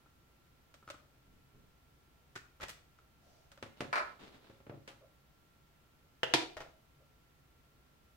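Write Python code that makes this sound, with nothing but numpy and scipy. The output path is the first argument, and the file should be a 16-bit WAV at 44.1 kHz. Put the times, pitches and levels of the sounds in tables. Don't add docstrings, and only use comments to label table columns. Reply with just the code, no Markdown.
import sys
import numpy as np
from scipy import signal
from scipy.fft import rfft, irfft
from scipy.io import wavfile
from scipy.ndimage import uniform_filter1d

SR = 44100
rng = np.random.default_rng(int(sys.argv[2]) if len(sys.argv) > 2 else 0)


def put_to_file(sound):
    columns = np.atleast_2d(sound).T
    safe = np.clip(columns, -1, 1)
    whole_steps = np.round(safe * 32767)
    wavfile.write(sys.argv[1], SR, whole_steps.astype(np.int16))


N = 360268
SIZE = 2 ** 15
HZ = np.fft.rfftfreq(SIZE, 1 / SR)

# f/Hz, level/dB (per Hz)
TRAY_COLOUR = [(45, -13), (95, 4.5), (175, -3.5), (250, 1.5), (350, -1), (550, -6), (750, -6.5),
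               (1300, -7.5), (2800, -12), (3600, -17), (6000, -25), (10000, -34), (15000, -48)]
# f/Hz, width/Hz, lift/dB
TRAY_RESONANCES = [(107.6, 15, 4.5), (141.4, 6, 6.6), (333, 25, 5.2), (390, 7.6, 7.8), (547, 44, 12)]


def gain_of(db):
    return 10 ** (np.asarray(db) / 20)


def evened(x):
    return x / np.sqrt(np.mean(x ** 2) + 1e-20)


def read(points, hz):
    f, value = np.transpose(points)
    return np.interp(np.log(hz + 1), np.log(f + 1), value)


def add(mix, s, sound):
    part = mix[:, round(s * SR):][:, :sound.shape[1]]
    part += sound[:, :part.shape[1]]


def causal(db):
    log_gain = np.log(gain_of(np.concatenate([db, db[-2:0:-1]])))
    return np.exp(np.conj(signal.hilbert(log_gain)))[:len(db)]


def levelled(waves, size):
    spectra = []
    for z in rfft(waves, SIZE):
        power = uniform_filter1d(abs(z) ** 2, size=size)
        spectra.append(z / causal(10 * np.log10(power + 1e-9)))
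    return np.array(spectra)


def at_ports(pair, colour=None):
    # f/Hz, correlation/1
    likeness = [(60, 0.96), (340, 0.46), (560, 0.31), (1000, 0.0082), (2500, 0.022), (5000, -0.047)]
    hz = np.fft.rfftfreq(pair.shape[1], 1 / SR)
    same = np.clip(read(likeness, hz), -1, 1)
    gain = 1 if colour is None else gain_of(read(colour, hz))
    mid, side = rfft(pair) * np.sqrt([1 + same, 1 - same]) * gain
    return evened(irfft(np.array([mid + side, mid - side]), pair.shape[1]))


def background(air_db=-67.0, hiss_db=-82, whine_hz=1362):
    # f/Hz, level/dB (per Hz)
    air_colour = [(10, -9.5), (38, -10.5), (58, 1), (105, -8), (141, -1), (175, -10), (280, -11.5),
                  (450, -15.5), (1300, -19.5), (3000, -23.5), (6000, -30), (10000, -34), (15800, -32)]
    # f/Hz, level/dB (per Hz)
    hiss_colour = [(100, -14.5), (9500, -9), (12500, 2.5), (15800, 3.5)]
    # left level/dB, right level/dB
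    whine_db = (-96, -78)
    air = gain_of(air_db) * at_ports(rng.standard_normal((2, N)), air_colour)
    tone = evened(np.sin(2 * np.pi * whine_hz * np.arange(N) / SR))
    whine = tone * gain_of(whine_db)[:, None]
    hiss = gain_of(hiss_db) * at_ports(rng.standard_normal((2, N)), hiss_colour)
    return air + whine + hiss


def flutter(rise_ms, fall_ms, grit_db):
    ms = 1000 * np.arange(SIZE) / SR
    build_up = 1 - np.exp(-ms / max(rise_ms, .02))
    decay = np.exp(-ms / max(fall_ms, .5))
    catches = evened(uniform_filter1d(rng.standard_normal(SIZE), size=60))
    burst = rng.standard_normal((2, SIZE)) * build_up * decay * gain_of(grit_db * catches)
    return levelled(burst, size=110)


def blows(rows, body, modes, rise_ms, fall_ms, thump_db, lead_ms, spread,
          grit_db=1, thump_hz=300, pivot_hz=1200, split_hz=580):
    soft_thump_db, soft_slowing = 0.95, .15
    margin = 64
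    resonance_db = sum(lift / (1 + (2 * (HZ - f) / width) ** 2) for f, width, lift in modes)
    colour_db = read(body, HZ) + resonance_db
    colour_db = colour_db - 10 * np.log10(np.mean(gain_of(colour_db) ** 2))
    apart = np.clip(spread, 0, 1) * HZ ** 4 / (HZ ** 4 + split_hz ** 4)
    turn = np.exp(1j * np.pi * HZ * lead_ms / 1000)
    out = np.zeros((2, N))
    for s, db, hardness in rows:
        low_db = (thump_db - soft_thump_db * hardness) / (1 + (HZ / thump_hz) ** 4)
        tilt_db = hardness * np.log2(np.maximum(HZ / pivot_hz, 1 / 2))
        burst = flutter(rise_ms * np.exp(-soft_slowing * hardness), fall_ms, grit_db)
        mid, side = burst * np.sqrt([1 - apart ** 2, apart ** 2])
        ports = np.array([(mid + side) * turn, (mid - side) / turn])
        z = ports * causal(colour_db + low_db + tilt_db + db)
        wave = np.roll(irfft(z), margin, axis=1)[:, :SIZE // 2]
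        add(out, s - margin / SR, wave * np.sqrt(SR / 100))
    return out


def by_force(rows, hardness=0., per_db=0.):
    top_db = max(db for s, db in rows)
    return [(s, db, hardness + per_db * (db - top_db)) for s, db in rows]


def finger_taps():
    # t/s, level/dB, hardness/(dB/octave)
    taps = [(.059, -67, -2.5), (.827, -61.5, -1), (.8765, -50, 2.5), (.888, -51.5, 3.5),
            (.9425, -54.5, 1.5), (2.600, -53.5, 3), (2.987, -63, 4)]
    # f/Hz, level/dB (per Hz)
    colour = [(100, -2), (250, 0), (900, -5.5), (1400, -9.5), (2200, -12), (5000, -25), (10000, -36),
              (15000, -40)]
    # f/Hz, width/Hz, lift/dB
    modes = [(1335, 290, 20)]
    return blows(taps, colour, modes, rise_ms=0.22, fall_ms=5.0, thump_db=3.0, lead_ms=0.039, spread=0.13)


def room(x, wet_db=-3, first_s=0.00089, build_s=0.0017):
    # f/Hz, t60/s
    decay_times = [(120, 0.36), (500, .45), (1400, 0.33), (3700, 0.36), (10000, 0.31), (16000, 0.17)]
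    reflections = rng.standard_normal((2, SIZE)) * (rng.random((2, SIZE)) < 4000 / SR)
    hz, t, z = signal.stft(at_ports(reflections), SR, nperseg=256)
    decay = gain_of(-60 * t / read(decay_times, hz)[:, None])
    tail = signal.istft(z * decay, SR, nperseg=256)[1]
    since_first = np.maximum(np.arange(tail.shape[1]) / SR - first_s, 0)
    tail = tail * (1 - np.exp(-since_first / build_s))
    response = irfft(levelled(tail, size=40))
    return gain_of(wet_db) * signal.fftconvolve(x, response, axes=1)[:, :N]


def lid_ticks():
    # t/s, level/dB, hardness/(dB/octave)
    ticks = [(.741, -57.5, 0), (.901, -43.5, -0.73), (2.6835, -50.5, 2), (3.517, -58, 1),
             (3.575, -57.5, -2.5)]
    # f/Hz, level/dB (per Hz)
    colour = [(60, -13), (130, -8), (220, -19), (600, -1), (900, -3), (1400, 0.5), (3500, -1), (8000, -9),
              (11000, -20), (15000, -23)]
    # f/Hz, width/Hz, lift/dB
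    modes = [(324, 48, 9), (563, 160, 10.4), (1300, 340, 7.8)]
    return blows(ticks, colour, modes, rise_ms=0.23, fall_ms=7.0, thump_db=8, lead_ms=.1, spread=0.62)


def rub(strokes, colour, skew, grain_db, grain_s=0.0016):
    t = np.arange(N) / SR
    pressure = np.zeros(N)
    for s, length, db in strokes:
        progress = np.clip((t - s) / length, 0, 1)
        pressure += gain_of(db) * np.sin(np.pi * progress ** skew)
    slips = evened(uniform_filter1d(rng.standard_normal(N), max(int(grain_s * SR), 1)))
    return pressure * at_ports(rng.standard_normal((2, N)) * gain_of(grain_db * slips), colour)


def grip_rub():
    # t/s, length/s, peak level/dB
    strokes = [(1.24, 0.25, -67.5), (1.52, .19, -64)]
    # f/Hz, level/dB (per Hz)
    colour = [(60, 3), (150, 1), (300, -4.5), (470, -9), (700, -34), (2000, -39), (8000, -56)]
    return rub(strokes, colour, skew=.75, grain_db=3)


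def lid_creak():
    # t/s, level/dB
    creaks = [(2.354, -50), (2.359, -41.5), (2.374, -53)]
    # f/Hz, level/dB (per Hz)
    colour = [(60, -11), (140, -1), (220, -10), (330, 1), (480, -10.5), (800, -9), (1600, -2.5),
              (3000, -11), (7000, -15), (10000, -27), (15000, -34)]
    # f/Hz, width/Hz, lift/dB
    modes = [(1455, 110, 9.3), (1540, 42, 3.3), (1820, 70, 12), (2530, 79, 4.6)]
    return blows(by_force(creaks, hardness=-.5, per_db=-0.15), colour, modes,
                 rise_ms=2.0, fall_ms=4.5, thump_db=-.8, lead_ms=0.099, spread=0.61)


def brief_hums(jitter=0.13, overtone_db=-14):
    # t/s, length/s, level/dB, f/Hz
    hums = [(2.594, 0.025, -62, 551), (4.689, 0.058, -57, 547), (4.995, 0.074, -65.5, 560),
            (6.641, 0.054, -64, 624), (6.98, 0.081, -75, 546)]
    out = np.zeros((2, N))
    for s, length, db, hz in hums:
        n = int(length * SR)
        waver = evened(uniform_filter1d(rng.standard_normal(N), size=150))[:n]
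        phase = 2 * np.pi * np.cumsum(hz * (1 + jitter * waver)) / SR
        tone = np.sin(phase) + gain_of(overtone_db) * np.sin(2 * phase)
        hum = evened(tone * np.hanning(n))
        add(out, s, gain_of(db) * np.array([hum, hum]))
    return out


def catch_slips():
    # t/s, level/dB, hardness/(dB/octave)
    slips = [(2.608, -46, 0), (2.619, -48, 0.5), (2.6285, -39.5, -.3), (2.691, -48.5, 4)]
    # f/Hz, level/dB (per Hz)
    colour = [(45, -5), (100, 2), (220, -8), (550, 0), (800, -0.5), (1400, -3), (2100, -1.5), (3500, -7.5),
              (7000, -14.5), (10000, -23.5), (15000, -27)]
    # f/Hz, width/Hz, lift/dB
    modes = [(1310, 100, 5.5), (1640, 45, 2.8), (1920, 130, 6), (2450, 62, 3.2), (3400, 130, 4.8)]
    return blows(slips, colour, modes, rise_ms=2.1, fall_ms=10.8, thump_db=2.5, lead_ms=-0.366, spread=0.79,
                 grit_db=3.5)


def hinge_rub():
    # t/s, length/s, peak level/dB
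    strokes = [(3.21, 0.34, -69.5)]
    # f/Hz, level/dB (per Hz)
    colour = [(150, -3), (400, -9), (580, 3), (720, 8), (900, -11), (2500, -17), (5500, -10), (10000, -25),
              (15000, -38)]
    return rub(strokes, colour, skew=0.53, grain_db=1.0)


def table_knocks():
    # t/s, level/dB, hardness/(dB/octave)
    knocks = [(3.626, -39.5, 0.76), (3.806, -33.5, 0.5), (3.815, -41.5, -2), (3.849, -52, -5),
              (4.497, -57.5, -5.5), (4.602, -61, -3), (4.666, -53, -4), (4.695, -47, -4.5),
              (4.741, -59, -8.5), (4.775, -69.5, -11)]
    return blows(knocks, TRAY_COLOUR, TRAY_RESONANCES,
                 rise_ms=0.57, fall_ms=5.9, thump_db=-3.5, lead_ms=0.12, spread=0.77)


def table_slide():
    # t/s, length/s, peak level/dB
    strokes = [(3.765, 0.082, -61.5), (4.06, 0.13, -62.5), (4.19, .14, -55.5), (4.32, 0.095, -60),
               (4.41, 0.21, -65), (4.71, .14, -75)]
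    # f/Hz, level/dB (per Hz)
    colour = [(70, -5), (150, -0.5), (400, 4.5), (700, -1.5), (1300, -4), (2200, -7), (3700, -7),
              (6000, -19.5), (10000, -28), (15000, -40)]
    return rub(strokes, colour, skew=0.47, grain_db=3.0)


def bounces(count=5):
    drop_s, drop_db = 3.928, -29.5
    first_bounce_s, rebound = .028, .78
    loss_db = 0.2
    corner_lag, corner_db = .3, -4
    rows, s = [], drop_s
    for k in range(count):
        gap = first_bounce_s * rebound ** k
        db = drop_db - loss_db * k ** 3
        rows += [(s, db), (s + corner_lag * gap, db + corner_db)]
        s += gap
    return rows


def lid_chatter():
    # f/Hz, level/dB (per Hz)
    colour = [(80, -48), (220, -17), (400, -13), (600, -7.5), (850, -10.5), (1400, -3), (2400, -9.5),
              (3300, -22), (4300, -16.5), (6500, -28.5), (10000, -34), (15000, -47)]
    # f/Hz, width/Hz, lift/dB
    modes = [(703, 39, 6.5), (1010, 110, 6.2), (1047, 74, 4.6), (1250, 27, 4.3), (1320, 36, 10.4),
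             (1450, 11, 6.6), (1714, 67, 7), (2320, 63, 8.8)]
    return blows(by_force(bounces(), hardness=-0.46, per_db=0.44), colour, modes,
                 rise_ms=0.2, fall_ms=9.9, thump_db=-11.5, lead_ms=0.348, spread=0.59, grit_db=0)


def nail_flick():
    # t/s, level/dB, hardness/(dB/octave)
    flick = [(4.876, -44.5, 2.45)]
    return blows(flick, TRAY_COLOUR, TRAY_RESONANCES,
                 rise_ms=1.1, fall_ms=15, thump_db=-6.0, lead_ms=-0.25, spread=0.54)


def hub_press():
    # t/s, level/dB
    press = [(6.232, -26.5)]
    # f/Hz, level/dB (per Hz)
    colour = [(60, -21), (140, -9), (250, -12.5), (470, 3.5), (800, 0), (1150, -6), (1450, -0.5), (2000, 0),
              (2300, -10), (2900, 3), (3900, -14), (6000, -19), (9000, -31), (15000, -38)]
    # f/Hz, width/Hz, lift/dB
    modes = [(136, 16, 7), (460, 33, 4.3), (550, 40, 4), (2750, 210, 3.8), (3180, 54, 7.8)]
    return blows(by_force(press), colour, modes, rise_ms=.08, fall_ms=5.5, thump_db=2.0, lead_ms=.45, spread=0.73)


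def hub_snap():
    # t/s, level/dB
    snaps = [(6.3375, -21), (6.3415, -27.5), (6.348, -31)]
    # f/Hz, level/dB (per Hz)
    colour = [(60, -19.5), (210, -19), (325, 0.5), (460, -7.5), (750, 0), (1150, -7), (1900, -4.5),
              (3400, -5.5), (4700, -7.5), (6500, -16), (9000, -24), (12000, -32.5), (15500, -42)]
    # f/Hz, width/Hz, lift/dB
    modes = [(140.5, 27.5, 17), (277, 51, 6.2), (336.6, 71, 3), (385, 55, 8.1), (710, 9.7, 2),
             (736, 28, 6.7), (850, 25.54, 3.03), (963, 40, 8.8), (1882, 50, 4.2), (2400, 91, 4.9),
             (3156, 40, 4), (3323, 36, 3), (3565, 44, 9.2)]
    return blows(by_force(snaps, hardness=0.76, per_db=0.12), colour, modes,
                 rise_ms=.5, fall_ms=6.5, thump_db=2.5, lead_ms=0.12, spread=0.75)


def disc_taps():
    # t/s, level/dB
    taps = [(6.567, -42), (6.6035, -43), (6.616, -50)]
    # f/Hz, level/dB (per Hz)
    colour = [(35, -0.5), (80, -3), (210, -14), (350, -2), (680, 0.5), (1150, -3), (1400, -2), (2000, -5.5),
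              (3500, -10.5), (6000, -16), (10000, -29), (15000, -33)]
    # f/Hz, width/Hz, lift/dB
    modes = [(140, 9.9, 7.6), (607, 33, 9.8), (633, 29, 7.9), (710, 17, 3), (844, 25, 4.4), (1370, 66, 6.6),
             (1880, 44, 8.6)]
    return blows(by_force(taps, hardness=-.1), colour, modes,
                 rise_ms=1.0, fall_ms=10.8, thump_db=2.0, lead_ms=0.072, spread=0.54)


def scene():
    held = finger_taps() + lid_ticks() + lid_creak() + catch_slips()
    rubs_and_hums = grip_rub() + brief_hums() + hinge_rub() + table_slide()
    laid = table_knocks() + lid_chatter() + nail_flick() + rubs_and_hums
    freed = hub_press() + hub_snap() + disc_taps()
    direct = held + laid + freed
    reverberant = room(held, wet_db=-5.5) + room(laid, wet_db=-4.0) + room(freed, wet_db=-5)
    return direct + reverberant + background()


def record(dry):
    edge_hz = 15900
    low_pass = signal.firwin(511, edge_hz, window=("kaiser", 9), fs=SR)
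    return signal.oaconvolve(dry, low_pass[None], "same")


dry = scene()
out = record(dry)
put_to_file(out)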